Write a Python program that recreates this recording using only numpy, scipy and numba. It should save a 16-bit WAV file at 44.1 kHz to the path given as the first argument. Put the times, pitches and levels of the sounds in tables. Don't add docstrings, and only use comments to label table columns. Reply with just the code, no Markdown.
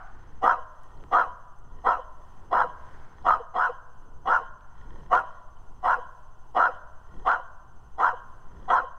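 import sys
import numpy as np
from scipy import signal
from scipy.fft import rfft, irfft, next_fast_len
from scipy.io import wavfile
from scipy.ndimage import uniform_filter1d
from numba import njit

SR = 44100
rng = np.random.default_rng(int(sys.argv[2]) if len(sys.argv) > 2 else 0)


def ratio_of_db(decibels):
    return 10 ** (np.asarray(decibels, float) / 20)


def wav_out(sig):
    wavfile.write(sys.argv[1], SR, np.round(np.clip(np.atleast_2d(sig).T, -1, 1) * 32767).astype(np.int16))


N = 396018
RELEASE_S, FADE_S = 0.041, .04


def even(x, window_s):
    power = uniform_filter1d(x ** 2, int(window_s * SR)).clip(0)
    return x / np.sqrt(power + 1e-12)


def rms_one(x):
    return x / np.sqrt(np.mean(x ** 2) + 1e-20)


def in_time(rows):
    s, *columns = np.transpose(rows)
    return [np.interp(np.arange(N) / SR, s, c) for c in columns]


def coloured(x, spectrum):
    size = next_fast_len(len(x))
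    hz = np.arange(size // 2 + 1) * SR / size + 1e-3
    at, db = np.transpose(spectrum)
    gain = ratio_of_db(np.interp(np.log(hz), np.log(at), db))
    return irfft(rfft(x, size) * gain, size)[:len(x)]


def noise():
    return rng.standard_normal(N)


def drift(rate):
    knots = rng.standard_normal(int(N / SR * 40) + 2)
    return np.interp(np.arange(N) / SR * rate, np.arange(len(knots)), knots)


def swells(rows, rest_db):
    t = np.arange(0, N + 64, 64) / SR
    level = ratio_of_db(rest_db) + sum(ratio_of_db(db) * np.exp(-((t - s) / half) ** 2) for s, half, db in rows)
    return np.interp(np.arange(N) / SR, t, 20 * np.log10(level))


def resonance(x, hz, width):
    r = np.exp(-np.pi * width / SR)
    poles = [1, -2 * r * np.cos(2 * np.pi * hz / SR), r * r]
    return signal.lfilter(np.array([1, 0, -1]) * (1 - r * r) / 2, poles, x)


def tract(x, modes, wider):
    out = 0
    for k, (hz, width, db) in enumerate(modes):
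        out = out + (-1) ** k * ratio_of_db(db) * resonance(resonance(x, hz, width), hz, wider * width)
    return out


@njit
def gliding(x, hz, r):
    y = np.zeros(len(x))
    for i in range(2, len(x)):
        ringing = 2 * r * np.cos(2 * np.pi * hz[i] / SR) * y[i - 1] - r * r * y[i - 2]
        y[i] = (1 - r * r) / 2 * (x[i] - x[i - 2]) + ringing
    return y


def twice(x, hz, width):
    r = np.exp(-np.pi * width / SR)
    return gliding(gliding(x, hz, r), hz, r * r)


def ragged(x, modes, shift, patchy_db):
    return sum(ratio_of_db(db + patchy_db * drift(35)) * twice(x, hz * shift, width) for hz, width, db in modes)


def folds(rate_hz, jitter, spread_db, breath):
    gaps = SR / rate_hz * np.exp(jitter * rng.standard_normal(N // 20))
    sizes = ratio_of_db(spread_db * rng.standard_normal(N // 20))
    at = np.cumsum(gaps).astype(int)
    slaps = np.zeros(N)
    slaps[at[at < N]] = sizes[at < N]
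    puffs = signal.lfilter([1], [1, -.98], slaps) * noise()
    return rms_one(rms_one(slaps) + breath * rms_one(puffs))


# (middle [s], half length [s], level [dB])
PANTS = [(0.0, .08, -69), (.24, .15, -73), (.9, .2, -71.5), (1.19, .07, -64), (1.85, .15, -68.5),
         (2.3, .15, -75), (2.9, .12, -68), (3.23, .1, -67.5), (4.4, .09, -66.5), (4.8, 0.061, -68),
         (4.97, 0.11, -65), (5.31, .12, -67), (5.93, .1, -71), (6.7, .1, -67), (7.2, .13, -67.5),
         (8.0, .12, -90), (8.3, .1, -82.5), (8.62, .1, -69), (8.98, .08, -79)]
# (frequency [Hz], width [Hz], level [dB])
PALATE = [(990, 206, -4.5)]
# (frequency [Hz], width [Hz], level [dB])
TONGUE = [(1850, 130, 0)]
# (frequency [Hz], width [Hz], level [dB])
RASP = [(4090, 130, 4), (5200, 160, 2), (5930, 240, -1), (6650, 260, -6), (7850, 260, -10),
        (8650, 340, -10), (9500, 300, -17), (13500, 700, -19), (15200, 400, -23)]


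def panting():
    level_db = swells(PANTS, rest_db=-90)
    t = np.arange(N) / SR
    ends = np.array([-1] + [s + length + RELEASE_S + FADE_S / 2 for s, _, length, *_ in BARKS])
    since = t - ends[np.searchsorted(ends - .05, t) - 1] + 0.024
    third_hz = 3180 - 350 * np.exp(-since / .06)
    source = folds(rate_hz=36, jitter=.18, spread_db=3, breath=1.5)
    air = noise() * (.6 + 2 * np.exp(-since / .15))
    breath = source + air
    third = even(twice(breath, third_hz * ratio_of_db(.3 * drift(20)), width=260), .1)
    low = ratio_of_db(15.5) * even(tract(breath, PALATE, wider=1.1), 0.089)
    low = low + ratio_of_db(7.0) * even(tract(breath, TONGUE, wider=1.2), 0.12)
    high = ratio_of_db(-6) * even(tract(air, RASP[:6], wider=3), .1)
    sigh = ratio_of_db(-67) * np.exp(-((since - .03) / 0.044) ** 2) * np.clip(since / 0.034 + 3.0, 0, 1)
    sigh = sigh * ratio_of_db(3.0 * drift(25)) * even(twice(air, (third_hz + 3100) / 2, width=220), .05)
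    return sigh + ratio_of_db(level_db - 9.0) * (third + low + high)


# (middle [s], half length [s], level [dB])
STEPS = [(.1, 0.47, -68.5), (.98, .15, -82.5), (1.33, 0.11, -79), (1.9, 0.21, -85), (2.45, 0.22, -74),
         (2.98, .25, -64.5), (3.55, 0.085, -81), (4.97, 0.31, -74), (5.7, 0.34, -86), (6.9, 0.12, -83),
         (8.0, 0.26, -96), (8.6, 0.23, -74)]
# (frequency [Hz], level [dB per Hz])
RUSTLE = [(700, 3), (1500, 12), (2400, -6), (3500, -13), (5000, -14.5), (8000, -25), (12000, -46)]


def grass():
    rustle_db = swells(STEPS, rest_db=-93.5)
    grains = noise() * ratio_of_db(2.5 * rng.exponential(1, N).clip(0, 5))
    return ratio_of_db(rustle_db + 6.0) * rms_one(coloured(grains, RUSTLE))


# (frequency [Hz], level [dB per Hz])
FIELD = [(200, -19), (400, -28), (620, -8.5), (800, 5), (1000, 4.5), (1470, -11.5), (1700, -14),
         (2300, -25.5), (3050, -14.5), (3700, -26.5), (6000, -24.5), (9300, -28), (11000, -34.5),
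         (15500, -34)]


def field():
    return ratio_of_db(-62.5 + 1.5 * drift(6)) * rms_one(coloured(noise(), FIELD))


# (frequency [Hz], level [dB per Hz])
EARLIER_ECHO = [(400, -44), (700, 3.5), (1000, -1.5), (1500, 2.5), (1800, -17.5), (3000, -32),
                (5000, -80.5)]


def earlier_echo():
    dying = ratio_of_db(-45) * np.exp(-np.arange(N) / SR / 0.1)
    return dying * rms_one(coloured(noise(), EARLIER_ECHO))


# (middle [s], half length [s], level [dB])
WIND = [(.35, 0.25, -64.5), (1.02, 0.11, -58.5), (1.3, 0.05, -64.5), (1.78, 0.15, -62.5), (2.3, 0.19, -69),
        (2.55, .15, -60.5), (2.97, 0.26, -65), (3.3, 0.087, -57), (4.22, 0.22, -63.5), (4.97, 0.16, -56),
        (5.8, 0.2, -65), (6.5, .25, -76.5), (7.2, 0.11, -59.5), (7.9, 0.25, -67.5), (8.33, 0.1, -71),
        (8.62, 0.13, -57)]
# (frequency [Hz], level [dB per Hz])
RUMBLE = [(12, 11), (25, -20.5), (40, -3), (60, 1.5), (110, -12.5), (200, -20), (400, -50.5), (2000, -100)]
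# (frequency [Hz], level [dB per Hz])
GUST = [(60, 3), (130, -1), (250, -7.5), (450, -8), (800, -23), (1500, -42), (4000, -100)]


def wind():
    gust_db = swells(WIND, rest_db=-71)
    strength_db = gust_db - gust_db.mean()
    buffet_db = -42 + 0.44 * strength_db + 1.6 * drift(4)
    rumble_db = -57.5 + .4 * strength_db + 1.5 * drift(2.9)
    flutter_db = 1.5 * drift(14)
    band = signal.butter(2, [2.5, 13], "band", fs=SR, output="sos")
    buffet = even(signal.sosfilt(band, noise()), 0.16)
    rumble = rms_one(coloured(noise(), [(5, -40), *RUMBLE]))
    gust = rms_one(coloured(noise(), GUST))
    return ratio_of_db(buffet_db) * buffet + ratio_of_db(rumble_db + 2.0) * rumble + ratio_of_db(gust_db + 7.0 + flutter_db) * gust


# (frequency [Hz], level [dB])
LEAKS = [(9006, -100), (9598, -101), (12452, -106), (13044, -106)]


def electronics():
    t = np.arange(N) / SR
    start_s, period_s, on_s = .0295, .08049, .046
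    is_on = (t - start_s) % period_s < on_s
    gate = uniform_filter1d(1. * is_on, size=60)
    hum = (120, -64)
    steady = sum(ratio_of_db(db) * np.sin(2 * np.pi * hz * t) for hz, db in [*LEAKS, hum])
    return ratio_of_db(-73.5) * gate * np.sin(2 * np.pi * 6160 * t) + steady


# (onset [s], rise to peak [s], length until jaw closes [s], peak [dB], level at closing [dB])
BARKS = [(0.42, 0.061, 0.11, -16, -22), (1.114, 0.041, 0.11, -16.5, -22), (1.844, 0.037, 0.095, -17, -25),
         (2.513, 0.027, 0.11, -20.5, -19.5), (3.247, 0.045, 0.096, -16.5, -21),
         (3.544, 0.059, 0.12, -21.5, -22), (4.257, 0.065, 0.11, -18, -20),
         (5.106, .031, 0.084, -15.5, -23.5), (5.832, 0.055, 0.11, -19, -21.5),
         (6.548, 0.055, .12, -18, -20), (7.252, 0.036, 0.095, -17.5, -24), (7.982, 0.065, 0.11, -17.5, -23),
         (8.682, 0.052, .108, -17, -21.5)]
# (throat [dB], widest mouth resonance [Hz], third resonance [dB])
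VOWELS = [(-21, 1240, -44), (-22.5, 1273, -44.5), (-23.5, 1326, -51.5), (-24, 1263, -49.5),
          (-24.5, 1170, -46), (-27.5, 1330, -49.5), (-26, 1330, -45.5), (-21.5, 1385, -45.5),
          (-24.5, 1284, -50.5), (-22, 1288, -43.5), (-24.5, 1387, -43.5), (-25.5, 1345, -54),
          (-23, 1264, -42)]


def effort():
    onset_db, faded_db = -42, -55
    shut_hz, closing_hz = 1047, 1200
    mouth, throat, third = [], [], []
    for (s, rise, length, peak_db, closing_db), (open_throat_db, wide_hz, third_db) in zip(BARKS, VOWELS):
        peak, shut = s + rise, s + length
        burst = s + min(0.021, rise - .01)
        done = shut + RELEASE_S
        gone = shut + RELEASE_S + FADE_S
        before, after = (s - .014, -75), (gone + .04, -72)
        burst_db = peak_db - 2 - 123.5 * (peak - burst)
        peak_hz = shut_hz + (wide_hz - shut_hz) * (peak - burst) / (shut - burst)
        mouth += [(*before, shut_hz), (s, onset_db, shut_hz), (burst, burst_db, shut_hz),
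                  (peak, peak_db, peak_hz), (shut, closing_db, wide_hz), (done, -42, closing_hz),
                  (gone, faded_db, shut_hz), (*after, shut_hz)]
        throat += [before, (s, onset_db + 3), (burst, open_throat_db),
                   (burst + 0.018, open_throat_db - 3.0), (shut, open_throat_db - 12),
                   (done, -43), (gone, faded_db), after]
        third += [(s - .012, -105, 0), (s, onset_db - 26.5, 0), (burst, third_db, 0),
                  (burst + .04, -57, 0), (shut - .015, -52, .15), (shut + 0.03, -64.5, 1),
                  (done + 0.0071, -80, 1), (gone + 0.048, -92, 0)]
    mouth_db, mouth_hz = in_time(mouth)
    throat_db, = in_time(throat)
    third_db, closed = in_time(third)
    loudest_db = np.maximum(mouth_db, throat_db + 3.5)
    rasp_db = -58 + 0.83 * (np.maximum(loudest_db, faded_db) + 17.5)
    rasp_db = rasp_db + np.minimum(mouth_db - faded_db, 0)
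    return mouth_db, mouth_hz, throat_db - mouth_db, third_db - mouth_db, rasp_db - mouth_db, closed


# (frequency [Hz], width [Hz], level [dB])
THROAT = [(280, 300, -23), (505, 55, -13), (750, 70, 0)]
# (frequency [Hz], width [Hz], level [dB])
THIRD = [(2950, 160, -1), (3250, 150, 0)]


def barks():
    mouth_db, mouth_hz, throat_db, third_db, rasp_db, closed = effort()
    source = folds(rate_hz=360, jitter=.3, spread_db=2, breath=.7)
    opening = np.clip((mouth_db + 40.5) / 22, 0, 1)
    narrow, wide = np.exp(-np.pi * 80 / SR), np.exp(-np.pi * 500 / SR)
    arch_hz = mouth_hz * (0.89 + 0.23 * opening) * (1 + .04 * drift(36))
    mouth = gliding(gliding(source, arch_hz, narrow), arch_hz, wide) * ratio_of_db(3.0 * drift(38))
    mouth = mouth + tract(source, PALATE, wider=1.96)
    edge = signal.butter(6, 1612, fs=SR, output="sos")
    voice = even(signal.sosfilt(edge, mouth), 0.017)
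    throat = even(signal.sosfilt(edge, tract(source, THROAT, wider=2.43)), 0.021)
    voice = voice + ratio_of_db(throat_db + 1.0) * throat
    fading_db = np.minimum(throat_db, 0)
    tongue = even(twice(source, 1904.5 + 14 * fading_db, width=90), .02)
    voice = voice + ratio_of_db(1.5 * fading_db - 21 + 8 * opening) * tongue
    hiss = source + 0.47 * noise()
    third = ragged(hiss, THIRD, 1 - .13 * closed, patchy_db=5)
    voice = voice + ratio_of_db(third_db) * even(third, .02)
    rasp = ragged(hiss, RASP, .98 + .02 * opening - .015 * closed, patchy_db=4)
    voice = voice + ratio_of_db(rasp_db) * even(rasp, .02)
    return ratio_of_db(mouth_db) * voice


# (frequency [Hz], level [dB])
ECHO_COLOUR = [(200, -28), (450, -7.5), (620, 10), (800, -10.5), (1050, 4), (1300, -4.5), (1600, 0.5),
               (2200, -9), (3200, -14.5), (4500, -0.5), (8000, -9), (12000, -31.5)]
# (delay [s], level [dB])
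ECHOES = [
    (.075, -20.5),
    (.165, -32),
    (.3, -56.5),
]


def surroundings(x):
    t = np.arange(int(1.5 * SR)) / SR
    shape = ratio_of_db(-60.5 - 64.3 * t) + ratio_of_db(-68.0 - 23.2 * t)
    shape = shape * np.clip(t / 0.11, 0, 1)
    for delay, db in ECHOES:
        shape = shape + ratio_of_db(db - 40.5) * np.exp(-((t - delay) / 0.043) ** 2)
    reply = coloured(shape * rng.standard_normal(len(t)), ECHO_COLOUR)
    return signal.fftconvolve(x, reply)[:N]


# (time [s], peak [dB], pitch [Hz])
HOOTS = [(0.579, -40, 507), (1.267, -43.5, 500), (1.988, -33, 517), (2.641, -28.5, 503),
         (3.401, -31.5, 479), (3.693, -27.5, 492), (4.408, -38, 478), (5.98, -33.5, 496),
         (6.686, -30.5, 514), (7.397, -43, 524), (8.131, -34.5, 500), (8.837, -36, 508)]


def hoots():
    out = np.zeros(N)
    t = np.arange(int(.07 * SR)) / SR - .02
    slides = rng.uniform(.3, 2.2, len(HOOTS))
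    for (s, db, hz), slide in zip(HOOTS, slides):
        i = int((s - .02) * SR)
        turns = hz * (t - slide * (t - .008) ** 2)
        swell = np.exp(-((t - .008) / 0.0089) ** 2)
        out[i:i + len(t)] += ratio_of_db(db) * swell * np.sin(2 * np.pi * turns)
    return out * ratio_of_db(0.73 * drift(40))


# (time [s], peak [dB], frequency [Hz],
# width [Hz])
TICKS = [(0.835, -50, 7000, 7900), (0.907, -54, 900, 900), (0.9644, -70, 6000, 1500),
         (0.9745, -61, 4200, 400), (1.008, -56, 3000, 700), (1.039, -40, 1100, 700),
         (1.0385, -64, 3000, 506), (1.588, -56, 8300, 2530), (3.226, -53, 3500, 2000),
         (3.309, -40, 2530, 4000), (4.609, -56, 2700, 1600), (5.04, -60, 4500, 2520),
         (5.153, -26, 1500, 1470), (5.57, -62, 3020, 199), (5.764, -60, 1200, 1200),
         (7.316, -26, 1390, 894)]
# (time [s], peak [dB], frequency [Hz], width [Hz])
SNAPS = [
    (3.3065, -9, 1150, 700),
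]


def ticks():
    out = np.zeros(N)
    soft_contact = np.hanning(int(.0007 * SR))
    for rows, contact in (TICKS, [1.]), (SNAPS, soft_contact):
        for s, db, hz, width in rows:
            click = np.zeros(int(.01 * SR))
            click[:len(contact)] = contact
            click = tract(click, [(hz, width, 0)], wider=1.5)
            i = int(s * SR)
            out[i:i + len(click)] += ratio_of_db(db) * click / np.abs(click).max()
    return out


def scene():
    background = grass() + field() + earlier_echo() + wind() + electronics()
    dog = barks() + hoots()
    return (panting() + background + dog + surroundings(dog) + ticks())[None]


def roll_off(x):
    return signal.sosfilt(signal.butter(12, 15750, fs=SR, output="sos"), x)


def record(dry):
    mix = dry - .0047
    return roll_off(mix)


dry = scene()
out = record(dry)
wav_out(out)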